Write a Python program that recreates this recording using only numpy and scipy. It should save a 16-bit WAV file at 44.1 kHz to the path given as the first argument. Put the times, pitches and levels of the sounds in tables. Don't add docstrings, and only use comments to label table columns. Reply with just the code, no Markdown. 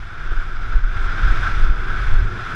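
import sys
import numpy as np
from scipy import signal
from scipy.fft import rfft, irfft
from scipy.io import wavfile
from scipy.ndimage import uniform_filter1d

SR = 44100
rng = np.random.default_rng(int(sys.argv[2]) if len(sys.argv) > 2 else 0)


def store_pcm(level_fs):
    pcm = np.round(np.clip(level_fs, -1, 1) * 32767).astype(np.int16)
    wavfile.write(sys.argv[1], SR, np.atleast_2d(pcm).T)


N = 112454

# t/s, housing ring level/dB, relative hiss level/dB
AIRFLOW = [(0, -41, -50), (.1, -39, -51.5), (.25, -34.5, -49), (.44, -34, -48.5), (.52, -36.5, -50.5),
           (.73, -35, -47.5), (.84, -36, -52), (.97, -31, -45.5), (1.28, -27.5, -41.5), (1.42, -28, -40.5),
           (1.47, -22.5, -40.5), (1.52, -29, -41), (1.64, -31, -43.5), (1.73, -33.5, -47.5),
           (1.95, -28.5, -44.5), (2.09, -31.5, -42.5), (2.27, -35, -49), (2.42, -30, -44), (2.55, -29, -44)]


def undb(db):
    return 10 ** (np.asarray(db) / 20)


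def unit(x):
    return x / np.sqrt(np.mean(x ** 2))


def envelope(table, column=1):
    rows = np.array(table, float)
    return undb(np.interp(np.arange(N) / SR, rows[:, 0], rows[:, column]))


def noise(colour):
    hz, db = np.array(colour, float).T
    f = np.maximum(np.arange(N // 2 + 1) * SR / N, 1)
    gain = undb(np.interp(np.log(f), np.log(hz), db))
    return unit(irfft(rfft(rng.standard_normal(N)) * gain, N))


def resonance(hz, width_hz):
    b, a = signal.iirpeak(hz, hz / width_hz, fs=SR)
    return unit(signal.lfilter(b, a, signal.lfilter(b, a, rng.standard_normal(N))))


def ring(modes):
    return unit(sum(undb(db) * resonance(hz, width) for hz, width, db in modes))


def wander(rate_hz):
    f = np.arange(N // 2 + 1) * SR / N
    return unit(irfft(rfft(rng.standard_normal(N)) / (1 + (f / rate_hz) ** 2), N))


def camera_whine():
    tones = [(10645, -82), (13187, -90)]
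    t = np.arange(N) / SR
    return sum(undb(db) * np.sin(2 * np.pi * hz * t) for hz, db in tones)


def tyres():
    rolling = [(0, -51.5, -40), (.25, -46.5, -35.5), (.55, -46, -39.5), (.72, -42.5, -38.5),
               (.84, -48, -37.5), (1.08, -40, -36.5), (1.25, -39.5, -27.5), (1.5, -40, -33),
               (1.78, -38.5, -37), (2.0, -40.5, -36.5), (2.25, -39.5, -29), (2.38, -38, -31),
               (2.45, -43.5, -31), (2.55, -36, -31.5)]
    roar_colour = [(70, -13.5), (140, -0.5), (200, 0.5), (260, -3), (320, -2), (372, 2.5), (410, -4),
                   (470, -5.5), (550, -14), (720, -12), (900, -13), (1400, -8), (3000, -61)]
    bumps = [(.243, -39), (0.318, -34.5), (0.739, -39), (1.248, -32.5), (1.328, -32)]
    attack_s, decay_s = .004, .012
    t = np.arange(N) / SR
    roar = noise(roar_colour) * envelope(rolling, column=1)
    drone = undb(-1) * resonance(hz=98.4, width_hz=42) * envelope(rolling, column=2)
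    knock_gain = np.zeros(N)
    for at, db in bumps:
        attack = np.clip((t - at) / attack_s + 1, 0, 1)
        decay = np.exp(-np.maximum(t - at, 0) / decay_s)
        knock_gain += undb(db) * attack * decay
    return roar + drone + knock_gain * noise(roar_colour)


def buffeting():
    eddy_colour = [(6, -25.5), (13, -4.5), (20, -2.5), (30, -11.5), (42, -12.5), (55, -29), (80, -25),
                   (140, -44), (300, -73), (900, -100)]
    gusts = [(0, -23), (.12, -31), (.27, -22), (.36, -23.5), (.47, -23), (.7, -20.5), (.93, -17),
             (1.08, -16), (1.18, -24), (1.275, -9.5), (1.37, -18), (1.66, -11.5), (1.76, -19),
             (1.86, -21.5), (2.0, -16), (2.22, -10.5), (2.33, -25.5), (2.55, -33)]
    evenness, window = 0.49, SR // 25
    swings = signal.hilbert(noise(eddy_colour))
    power = uniform_filter1d(uniform_filter1d(np.abs(swings) ** 2, window), window)
    rumble = unit(swings.real / power ** (evenness / 2))
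    return rumble * envelope(gusts)


def thumps():
    large_eddies = [(0.32, 0.011, -12), (0.385, 0.015, -10.5), (0.761, 0.012, -0.5), (0.846, 0.017, -3.5),
                    (1.246, .011, -3.5), (1.316, 0.0096, -8), (1.622, 0.013, -7.5), (1.704, 0.011, -3),
                    (2.132, 0.02, -2.5), (2.229, 0.0057, -15)]
    t = np.arange(N) / SR
    pressure = np.zeros(N)
    for at, half_s, db in large_eddies:
        u = ((t - at) / half_s) ** 2
        pressure += undb(db) * (2 * u - 1) * np.exp(-u)
    return pressure


def housing_ring(flutter):
    modes = [(1349.4, 150, 0), (1505, 278, 2)]
    flutter_db = 1.5
    return unit(ring(modes) * undb(flutter_db * flutter)) * envelope(AIRFLOW, column=1)


def air_rush(flutter):
    hiss_colour = [(500, -8), (700, 0), (900, -2.5), (1150, 5), (1900, -0.5), (2400, -2), (2900, -8),
                   (3600, -9.5), (4000, -15), (4250, -11.5), (4500, -19.5), (5200, -15.5), (6000, -18),
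                   (6600, -25.5), (8000, -40), (12000, -67)]
    overtones = [(2194, 480, 0), (3440, 560, -1), (4920, 250, -9.5), (5670, 1000, -23.5)]
    sizzle_colour = [(4500, -23), (6200, 0), (7000, 0.5), (7600, 1.5), (8500, -3.5), (9300, -3.5),
                     (10300, -7.5), (10900, -3.5), (11300, -8.5), (12000, -17), (12800, -18), (13600, -18),
                     (15000, -22)]
    sizzle_swells = [(0, -66), (.17, -69), (.25, -65), (.29, -70), (.35, -65), (.45, -64.5), (.58, -68),
                     (.7, -64), (.85, -70), (1.03, -58.5), (1.09, -64.5), (1.28, -59), (1.47, -57),
                     (1.54, -59.5), (1.62, -57.5), (1.7, -65.5), (2.07, -59), (2.26, -65), (2.55, -58.5)]
    flutter_db = 0.68
    hiss = undb(7.5) * noise(hiss_colour) + undb(-1) * ring(overtones)
    sizzle = undb(-2) * noise(sizzle_colour) * envelope(sizzle_swells)
    return (hiss * envelope(AIRFLOW, column=2) + sizzle) * undb(flutter_db * flutter)


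def scene():
    flutter = wander(rate_hz=44)
    wind = housing_ring(flutter) + air_rush(flutter) + buffeting() + thumps()
    return (wind + tyres() + camera_whine())[None]


def record(dry):
    fade_s, cutoff_hz = .002, 15200
    fade_in = np.clip(np.arange(N) / SR / fade_s, 0, 1)
    lowpass = signal.ellip(8, .1, 80, cutoff_hz, fs=SR, output="sos")
    return signal.sosfilt(lowpass, dry * fade_in)


dry = scene()
out = record(dry)
store_pcm(out)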